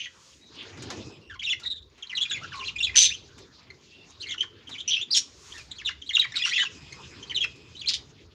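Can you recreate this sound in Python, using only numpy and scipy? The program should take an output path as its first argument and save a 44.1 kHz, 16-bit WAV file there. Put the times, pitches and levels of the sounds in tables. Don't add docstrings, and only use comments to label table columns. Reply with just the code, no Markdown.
import sys
import numpy as np
from scipy import signal
from scipy.fft import rfft, irfft, next_fast_len
from scipy.io import wavfile

SR = 44100
rng = np.random.default_rng(int(sys.argv[2]) if len(sys.argv) > 2 else 0)


def boost_factor(decibels):
    exponent = np.asarray(decibels, float) / 20
    return 10 ** exponent


def generate_wav(sig):
    pcm = np.round(np.clip(np.atleast_2d(sig).T, -1, 1) * 32767).astype(np.int16)
    wavfile.write(sys.argv[1], SR, pcm)


N = 367794

HELD_CLEAR = [(1.393, 0.021, 3174, -39), (1.66, 0.023, 3820, -27.5), (1.7, 0.034, 3800, -31.5),
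              (1.755, 0.04, 3765, -47.5), (2.068, 0.009, 4040, -43), (2.127, 0.013, 2000, -35.5),
              (2.211, 0.019, 3424, -22), (2.541, 0.085, 1116, -43), (2.68, 0.0205, 2810, -33.5),
              (2.895, 0.01, 2065, -32), (1.82, .015, 3800, -50), (7.842, .016, 2370, -43.5),
              (1.437, 0.024, 3720, -32), (3.091, 0.011, 3590, -24), (4.256, 0.076, 2202, -44),
              (4.406, 0.013, 3097, -22.5), (7.766, 0.025, 3840, -47), (7.872, 0.016, 4100, -29),
              (4.232, .018, 2743, -36), (6.168, 0.0069, 2870, -10.5), (2.51, .014, 3520, -52.5),
              (2.69, .018, 3800, -41.5), (6.206, 0.029, 3250, -28.5), (6.419, 0.0069, 1960, -33),
              (6.421, 0.013, 3480, -23), (6.597, 0.029, 3040, -25.5), (7.407, 0.026, 3276, -24),
              (1.632, 0.031, 3880, -42.5)]
HELD_REEDY = [(2.315, 0.033, 3440, -33), (2.442, 0.013, 1420, -41), (3.137, 0.017, 3120, -35.5),
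              (3.702, 0.01, 2075, -44), (4.22, 0.018, 3160, -41), (2.535, .03, 2600, -50.5),
              (2.433, .01, 2900, -42.5), (2.31, 0.018, 1700, -41.5), (5.146, 0.02, 3400, -23),
              (5.541, 0.039, 1842, -48), (5.711, 0.014, 3790, -41), (6.45, 0.0091, 2810, -21),
              (6.395, 0.04, 2500, -35), (1.62, 0.011, 1350, -47), (1.65, 0.0095, 1900, -44),
              (2.555, .012, 4100, -47), (5.905, .02, 2100, -46), (7.3, .022, 1000, -54)]
SAGGING_CLEAR = [(.058, .016, 2106, -41.5), (1.469, 0.033, 2890, -29.5), (1.497, .024, 3590, -23.5),
                 (2.095, 0.018, 3010, -37.5), (2.151, 0.027, 4100, -31.5), (2.252, 0.014, 2590, -35.5),
                 (2.359, 0.025, 2343, -36.5), (2.844, 0.017, 3503, -24), (2.868, 0.022, 2650, -30.5),
                 (6.577, .03, 2200, -31.5), (2.6, .03, 3100, -39.5), (0.0, .022, 3100, -37.5),
                 (.042, .03, 3300, -42), (4.378, 0.014, 3080, -36), (7.346, .016, 4100, -30),
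                 (2.228, .008, 3500, -21), (5.849, 0.011, 3880, -35.5), (5.857, 0.025, 3725, -28),
                 (5.879, 0.014, 2880, -27), (6.559, 0.024, 2760, -26.5), (6.651, 0.028, 2900, -33.5),
                 (7.297, 0.021, 3200, -36.5), (7.369, 0.02, 3098, -25.5), (7.427, 0.029, 2844, -27)]
SAGGING_REEDY = [(2.217, .025, 4040, -35.5), (2.297, 0.024, 3920, -34), (4.286, 0.048, 3370, -40),
                 (1.297, .04, 1850, -47), (5.575, 0.042, 2757, -48.5), (5.783, 0.013, 3230, -40),
                 (6.342, 0.041, 1762, -46), (6.368, 0.013, 3946, -24), (6.449, 0.037, 2340, -36.5),
                 (6.511, 0.014, 2093, -33), (6.579, .021, 2083, -26), (6.592, 0.053, 3850, -36.5),
                 (6.603, 0.031, 1970, -35.5), (7.226, 0.016, 3270, -41)]
PLUNGING = [(1.519, 0.015, 3190, -20.5), (1.531, 0.0093, 2284, -27), (2.171, 0.022, 3375, -27),
            (2.52, 0.019, 1720, -43.5), (4.318, 0.02, 3580, -33.5), (5.797, 0.013, 2930, -42),
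            (4.711, 0.046, 4220, -41.5), (4.803, 0.014, 3770, -36.5), (6.092, 0.016, 3310, -28.5),
            (6.108, 0.016, 2376, -35.5), (6.24, 0.02, 2510, -32), (7.315, 0.019, 2374, -40.5),
            (7.826, 0.016, 2900, -44)]
DIVING = [(1.458, 0.018, 3700, -31.5), (2.025, 0.013, 3720, -35), (2.116, 0.0063, 2750, -32.5),
          (2.232, 0.01, 3700, -31.5), (2.309, 0.018, 3300, -36), (2.527, 0.022, 3520, -41.5),
          (2.593, 0.011, 4200, -40), (2.672, 0.025, 4000, -34), (2.944, 0.021, 2800, -36),
          (5.13, 0.021, 4900, -25.5), (5.72, 0.012, 4200, -45), (5.812, 0.013, 2600, -41.5),
          (5.868, 0.016, 3500, -33), (6.018, 0.01, 3700, -38.5), (6.152, 0.012, 3850, -20),
          (6.214, 0.018, 3000, -32.5), (7.359, 0.013, 4000, -26), (7.812, 0.014, 3700, -36.5)]
LIFTING = [(1.417, 0.022, 2166, -39), (2.343, 0.018, 2450, -32.5), (2.413, 0.043, 1198, -44),
           (2.626, 0.041, 2377, -44.5), (2.654, 0.031, 3910, -40), (6.35, .04, 2036, -44.5),
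           (4.751, 0.022, 2207, -41), (4.963, 0.023, 2540, -27.5), (5.013, 0.024, 3323, -30),
           (5.112, 0.028, 4664, -27), (5.521, 0.0099, 3200, -41), (6.531, .029, 3207, -31),
           (6.557, 0.062, 3210, -29)]
LEAPING = [(2.783, 0.02, 3080, -35.5), (2.826, 0.025, 3320, -25), (3.111, 0.021, 2296, -33),
           (4.201, 0.032, 3790, -43), (4.268, 0.019, 4020, -43), (5.755, 0.025, 3860, -47.5),
           (6.063, 0.024, 3650, -44), (6.13, 0.015, 3365, -38), (6.18, 0.018, 2790, -36),
           (6.34, 0.024, 1905, -40), (6.356, 0.012, 3956, -28), (6.471, 0.016, 1077, -36.5),
           (6.521, 0.033, 2005, -30), (7.27, 0.037, 3940, -54), (7.79, 0.025, 3800, -42.5),
           (7.884, 0.013, 4430, -24.5), (4.393, .014, 2680, -34), (2.575, 0.015, 3830, -44.5),
           (6.508, 0.018, 3680, -37)]
SHOOTING = [(1.428, 0.018, 2300, -36.5), (2.205, 0.0097, 2600, -33.5), (2.638, 0.017, 2200, -39),
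            (3.099, .015, 1400, -41.5), (5.106, 0.027, 3800, -30), (6.528, 0.016, 2050, -37),
            (7.86, .012, 3100, -37), (1.488, .01, 2600, -35.5), (4.308, 0.0087, 3200, -32)]
NASAL = [(2.758, 0.02, 2484, -32), (2.803, .018, 2825, -25), (7.752, .012, 3100, -44),
         (6.437, .03, 2840, -28), (4.78, .04, 3300, -39), (4.671, .02, 3100, -44)]
PINCHED = [(6.923, 0.0107, 2080, -42), (6.321, .007, 1850, -39.5)]
PIERCING = [(6.137, .016, 3800, -28), (6.15, .007, 3800, -18), (6.194, .012, 3850, -15),
            (6.21, .012, 3700, -29)]
# [rows, glide/(Hz per s), octave level/dB, third partial level over the octave/dB]
KINDS = [(HELD_CLEAR, -1000, -21.5, -14), (HELD_REEDY, -1000, -6.5, -16), (SAGGING_CLEAR, -11000, -18, -14),
         (SAGGING_REEDY, -11500, -8.5, -16), (PLUNGING, -29000, -16, -12), (DIVING, -65000, -14.5, -18),
         (LIFTING, 10000, -17.5, -16), (LEAPING, 28000, -12, -18), (SHOOTING, 74000, -12, -18),
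         (NASAL, -3000, -18, 0), (PINCHED, -1000, -2.2, -2), (PIERCING, -3000, -20, 6)]


def warble():
    notes = []
    for rows, glide, overtone_db, third_db in KINDS:
        for s, length, hz, level_db in rows:
            notes.append((s, length, hz, hz + glide * length, level_db, overtone_db, third_db))
    behind_below_db = -35.2
    close = [note for note in notes if note[4] >= behind_below_db]
    behind = [note for note in notes if note[4] < behind_below_db]
    near = whistles(close, chaos=.045, flutter=2.5, breath_db=-23, rise_s=.005, fall_s=.006)
    return near + whistles(behind, chaos=.07, flutter=3.5, breath_db=-15, rise_s=.005, fall_s=.006)


# [t/s, length/s, start f/Hz, level/dB]
GULPS = [(1.338, 0.031, 1680, -50), (4.336, .016, 2485, -44), (4.423, .022, 2880, -45),
         (5.812, 0.016, 2205, -59), (5.889, 0.011, 2530, -36), (6.172, 0.012, 2430, -40),
         (6.243, 0.016, 1870, -42), (6.454, 0.014, 2230, -40), (6.628, 0.0138, 2064, -36),
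         (7.441, 0.011, 2390, -37), (7.908, 0.0092, 2310, -47.5)]


def gulps():
    end_hz, overtone_db, third_db = 1014, -4, -5.0
    notes = [(s, length, hz, end_hz, level_db, overtone_db, third_db) for s, length, hz, level_db in GULPS]
    return whistles(notes, chaos=.12, flutter=3.0, breath_db=-16, rise_s=.004, fall_s=.003)


def whistles(table, chaos, flutter, breath_db, rise_s, fall_s):
    out = np.zeros(N)
    for s, length, start_hz, end_hz, level_db, overtone_db, third_db in table:
        t = np.arange(round((length + fall_s) * SR)) / SR
        pitch = start_hz + (end_hz - start_hz) * np.minimum(t / length, 1.1)
        phase = membrane(pitch, chaos)
        upper = np.sin(3 * phase) + boost_factor(-3.0) * np.sin(4 * phase) + boost_factor(-10.5) * np.sin(5 * phase)
        overtones = np.sin(2 * phase) + boost_factor(third_db) * upper
        tone = np.sqrt(2) * (np.sin(phase) + boost_factor(overtone_db) * overtones)
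        tone = tone * boost_factor(flutter * wobble(len(t), hz=194))
        tone = tone * (1 + 0.033 * wobble(len(t), hz=644))
        breath = boost_factor(breath_db) * band(len(t), 1700, 9500, order=2)
        ramp = np.minimum(t / rise_s, (t[-1] - t) / (2 * fall_s))
        shape = np.sin(np.pi / 2 * np.clip(ramp, 0, 1)) ** 2
        add(out, max(s - .002, 0), boost_factor(level_db) * shape * (tone + breath))
    return out


# [t/s, hold/s, level/dB, f/Hz, upper voice level/dB]
SQUAWKS = [
    [(-0.018, 0.059, -39, 2830, -12)],
    [(2.955, 0.03, -20.5, 3140, 4.5), (2.997, 0.047, -23.5, 3706, 4.5), (3.048, 0.011, -25, 3820, -5),
     (3.08, .004, -36, 3620, -14)],
    [(4.876, 0.018, -25.5, 2950, 1), (4.905, 0.038, -23, 3255, -20), (4.95, 0.062, -35.5, 2875, -16.5)],
    [(5.142, 0.02, -32.5, 3510, 6), (5.162, 0.0049, -26.5, 3380, 9)],
    [(6.35, 0.034, -37.5, 3750, -13), (6.45, 0.039, -36, 2900, -1), (6.53, 0.11, -45.5, 2850, -13)],
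    [(7.883, 0.012, -27, 4020, -2.5), (7.905, 0.029, -38, 3540, -12), (7.934, 0.006, -28, 3550, -1),
     (7.962, 0.0035, -48.5, 3340, -1.5)],
]
# [upper voice f/Hz, pulses per s, chaos 0-1, rasp level/dB, attack/s]
THROATS = [
    (6200, 230, 0.2, -10, 0.012),
    (6100, 170, .1, 3, 0.0059),
    (5860, 280, .07, -12.5, .003),
    (5570, 460, 0.2, 5, 0.0094),
    (5700, 170, .14, 5, .011),
    (4950, 340, 0.1, 2.5, .003),
]


def squawks():
    out = np.zeros(N)
    release_s, start_db, end_db = 0.031, -13.5, -23
    for bursts, (upper_hz, pulse_hz, chaos, rasp_db, attack) in zip(SQUAWKS, THROATS):
        for s, hold, level_db, pitch, upper_db in bursts:
            corners = s + np.cumsum([0, attack, hold, release_s])
            t = np.arange(max(s, 0), corners[-1], 1 / SR)
            effort_db = np.interp(t, corners, [start_db, 0, 0, end_db])
            pulses = 1 + .78 * np.sin(membrane(pulse_hz + 0 * t, chaos=.6))
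            lower = np.sin(membrane(pitch + 0 * t, chaos)) * boost_factor(2.2 * wobble(len(t), hz=120.3))
            upper = np.sin(membrane(upper_hz + 0 * t, chaos * .22))
            upper = upper * boost_factor(upper_db + 2.5 * wobble(len(t), hz=119.6))
            low_rasp = 2 * band(len(t), 2740, 4720, order=2)
            high_rasp = boost_factor(upper_db) * band(len(t), 5200, 10500, order=2)
            rasp = boost_factor(rasp_db) * (low_rasp + high_rasp)
            ends = np.clip(np.minimum(t - s, corners[-1] - t) / .002, 0, 1)
            add(out, t[0], boost_factor(level_db + effort_db) * ends * pulses * (lower + upper + rasp))
    return signal.sosfilt(signal.butter(5, 1650, "high", fs=SR, output="sos"), out)


# [t/s, peak level/dB, brightness level/dB]
KNOCKS = [(0.7714, -21.5, -10), (0.821, -20, 7), (0.901, -11.5, 0.5), (1.5967, -30.5, 10.5),
          (1.6343, -26, -1.5), (1.977, -30, -3.5), (3.378, -27, 3), (5.275, -33, -10), (3.6986, -37, -13),
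          (4.6904, -20, 0), (5.5777, -23, 6.5), (6.0172, -53.5, 9.5), (7.5564, -42.5, 13)]


def knocks():
    out = np.zeros(N)
    t = np.arange(round(.08 * SR)) / SR
    attack = np.minimum(t / .003, 1)
    for s, peak_db, bright_db in KNOCKS:
        dull = band(len(t), 350, 3300, order=1) * np.exp(-t / 0.031)
        bright = band(len(t), 3600, 13000, order=1) * np.exp(-t / 0.011)
        add(out, s, boost_factor(peak_db - 17.0) * attack * (dull + boost_factor(bright_db) * bright))
    return out


# [t/s, peak level/dB, ring f/Hz]
TICKS = [(.554, -48, 8500), (.63, -46, 9000), (.7, -50.5, 8400), (1.9, -61.5, 6930), (3.239, -51.5, 6000),
         (3.389, -38, 11300), (3.631, -58, 7470), (3.848, -59, 7500), (3.93, -61, 8600), (4.106, -44, 9470),
         (7.078, -48, 6200), (4.993, -46, 11500)]


def ticks():
    out = np.zeros(N)
    t = np.arange(round(.03 * SR)) / SR
    for s, peak_db, hz in TICKS:
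        ring = np.sin(2 * np.pi * hz * t) + 0.5 * np.sin(2 * np.pi * 0.69 * hz * t)
        crack = boost_factor(-4.5) * band(len(t), 3000, 12000, order=1) * np.exp(-t / .002)
        add(out, s, boost_factor(peak_db) * (ring * np.exp(-t / .004) + crack))
    return out


# [t/s, length/s, f/Hz, level/dB, octave level/dB]
FAR = [(0.406, 0.12, 3890, -60.5, -26), (0.929, 0.25, 2550, -60, -4), (1.209, 0.12, 2744, -60.5, -13.5),
       (3.908, 0.16, 2750, -59, -21), (6.74, .48, 2530, -60, -2), (7.25, .5, 2530, -62, -6),
       (3.36, .12, 3600, -64, -15), (3.98, .06, 3500, -64, -15), (4.08, .1, 3750, -64, -15),
       (3.28, .08, 1550, -66, -15), (1.73, .03, 1700, -62, -15), (.02, .36, 530, -75, -30)]


def far_birds():
    notes = [(s, length, hz, hz, level_db, overtone_db, -1.5) for s, length, hz, level_db, overtone_db in FAR]
    return whistles(notes, chaos=.045, flutter=3.5, breath_db=-30, rise_s=.015, fall_s=.03)


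def aviary(x):
    t = np.arange(round(.6 * SR)) / SR
    decay = 0
    for t60_s, level_db in [(0.09, -5.5), (0.33, -15)]:
        decay = decay + boost_factor(level_db - 60 * t / t60_s) / np.sqrt(t60_s * SR / np.log(1e6))
    tail = rng.standard_normal(len(t)) * decay * (t > .003)
    tail = signal.sosfilt(signal.butter(1, 6500, fs=SR, output="sos"), tail)
    return signal.fftconvolve(x, tail)[:N]


# [t/s, half length/s, level/dB]
SWISHES = [
    (0.28, 0.15, -48.5),
    (5.51, 0.14, -42.5),
]


def swishes(t):
    swell = sum(boost_factor(level_db) * np.exp(-((t - s) / half) ** 2) for s, half, level_db in SWISHES)
    return swell * band(N, 4300, 13000, order=1)


# [t/s, half length/s, wing wind level/dB, rustle level/dB]
FLURRIES = [(0, 0.41, -89, -60.5), (0.636, 0.11, -53, -49.5), (0.946, 0.19, -42.5, -49),
            (1.602, 0.13, -62, -65), (2.227, 0.27, -73, -54.5), (2.402, 0.073, -47, -55),
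            (2.622, 0.12, -58.5, -47.5), (2.918, 0.054, -56.5, -53), (3.306, 0.57, -60.5, -58.5),
            (4.28, 0.3, -62.5, -60), (4.825, 0.18, -62, -63), (5.5, 0.89, -65, -58.5),
            (6.406, 0.1, -70, -53.5), (6.916, 0.48, -60, -55.5), (7.599, 0.83, -57.5, -58)]
# [f/Hz, level/dB per Hz]
RUMBLE = [(80, -5.5), (110, 1), (216, -8.5), (336, -1.5), (565, -18.5), (800, -20)]
# [f/Hz, level/dB per Hz]
RUSTLE = [(600, -23.5), (1100, 2.5), (1800, -2.5), (2800, 2.5), (5000, -1.5), (6500, -6), (9000, -26.5)]


def flurries_over_traffic(t):
    wing_wind = swells(t, [(s, half, wind_db) for s, half, wind_db, _ in FLURRIES], steady_db=-64.5)
    rustle = swells(t, [(s, half, rustle_db) for s, half, _, rustle_db in FLURRIES], steady_db=-74)
    return wing_wind * coloured(RUMBLE, patchy_db=4.0) + rustle * coloured(RUSTLE, patchy_db=4.5)


# [t/s, half length/s, level/dB]
GUSTS = [(.96, 0.15, -64), (1.372, 0.093, -55), (1.768, 0.12, -56.5), (2.912, 0.39, -52.5),
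         (4.28, 0.2, -65.5), (5.8, .4, -58), (6.996, 0.32, -58.5), (8.088, 0.83, -61.5)]


def gusts(t):
    return swells(t, GUSTS, steady_db=-71.5) * rms_one(band(N, 55, 95, order=2))


def swells(t, rows, steady_db):
    return boost_factor(steady_db) + sum(boost_factor(level_db) * np.exp(-((t - s) / half) ** 2) for s, half, level_db in rows)


def coloured(spectrum, patchy_db):
    out = 0
    edges = 20 * 2 ** np.arange(0, 10, .5)
    white = rng.standard_normal((2, N))
    hz, db = np.transpose(spectrum)
    for k, (low, high) in enumerate(zip(edges, edges[1:])):
        sos = signal.butter(2, [low, high], "band", fs=SR, output="sos")
        part = signal.sosfilt(sos, white[k % 2])
        level_db = np.interp(np.log(low * high) / 2, np.log(hz), db, -70, -70)
        flicker = np.interp(np.arange(N) / 100, np.arange(N // 100 + 1), wobble(N // 100 + 1, hz=840))
        out = out + boost_factor(level_db + patchy_db * flicker) * part
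    return rms_one(out)


def membrane(pitch, chaos):
    shaken = pitch * (1 + chaos * np.tanh(wobble(len(pitch), hz=340)))
    return 2 * np.pi * np.cumsum(shaken) / SR


def wobble(size, hz):
    r = np.exp(-2 * np.pi * hz / SR)
    slow = signal.lfilter([1], [1, -2 * r, r * r], rng.standard_normal(size + 400))[400:]
    return slow * np.sqrt((1 - r * r) ** 3 / (1 + r * r))


def band(size, low_hz, high_hz, order):
    edges = signal.butter(order, [low_hz, high_hz], "band", fs=SR, output="sos")
    return signal.sosfilt(edges, rng.standard_normal(size + 2000))[2000:]


def rms_one(x):
    return x / np.sqrt(np.mean(x ** 2) + 1e-20)


def add(track, s, sound):
    i = round(s * SR)
    track[i:i + len(sound)] += sound[:N - i]


def scene():
    t = np.arange(N) / SR
    voices = warble() + gulps()
    voices = signal.sosfilt(signal.butter(3, 950, "high", fs=SR, output="sos"), voices)
    near = voices + squawks() + knocks() + ticks()
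    far = far_birds()
    background = swishes(t) + flurries_over_traffic(t) + gusts(t)
    return (near + far + aviary(near + far) + background)[None]


# [f/Hz, level/dB]
MICROPHONE = [(6900, 0), (7600, -9), (9000, -16), (10500, -23), (13000, -28), (15300, -29), (15700, -60)]


def microphone(sound):
    size = next_fast_len(N + 1000)
    response = boost_factor(np.interp(np.fft.rfftfreq(size, 1 / SR), *np.transpose(MICROPHONE)))
    hiss = boost_factor(-86) * rng.standard_normal(sound.shape)
    return irfft(rfft(sound, size) * response, size)[:, :N] + hiss


def band_limit(x):
    return signal.sosfilt(signal.butter(12, 15750, fs=SR, output="sos"), x)


def record(dry):
    rounded = .95 * np.tanh(dry / .95)
    mix = microphone(rounded)
    return band_limit(mix)


dry = scene()
out = record(dry)
generate_wav(out)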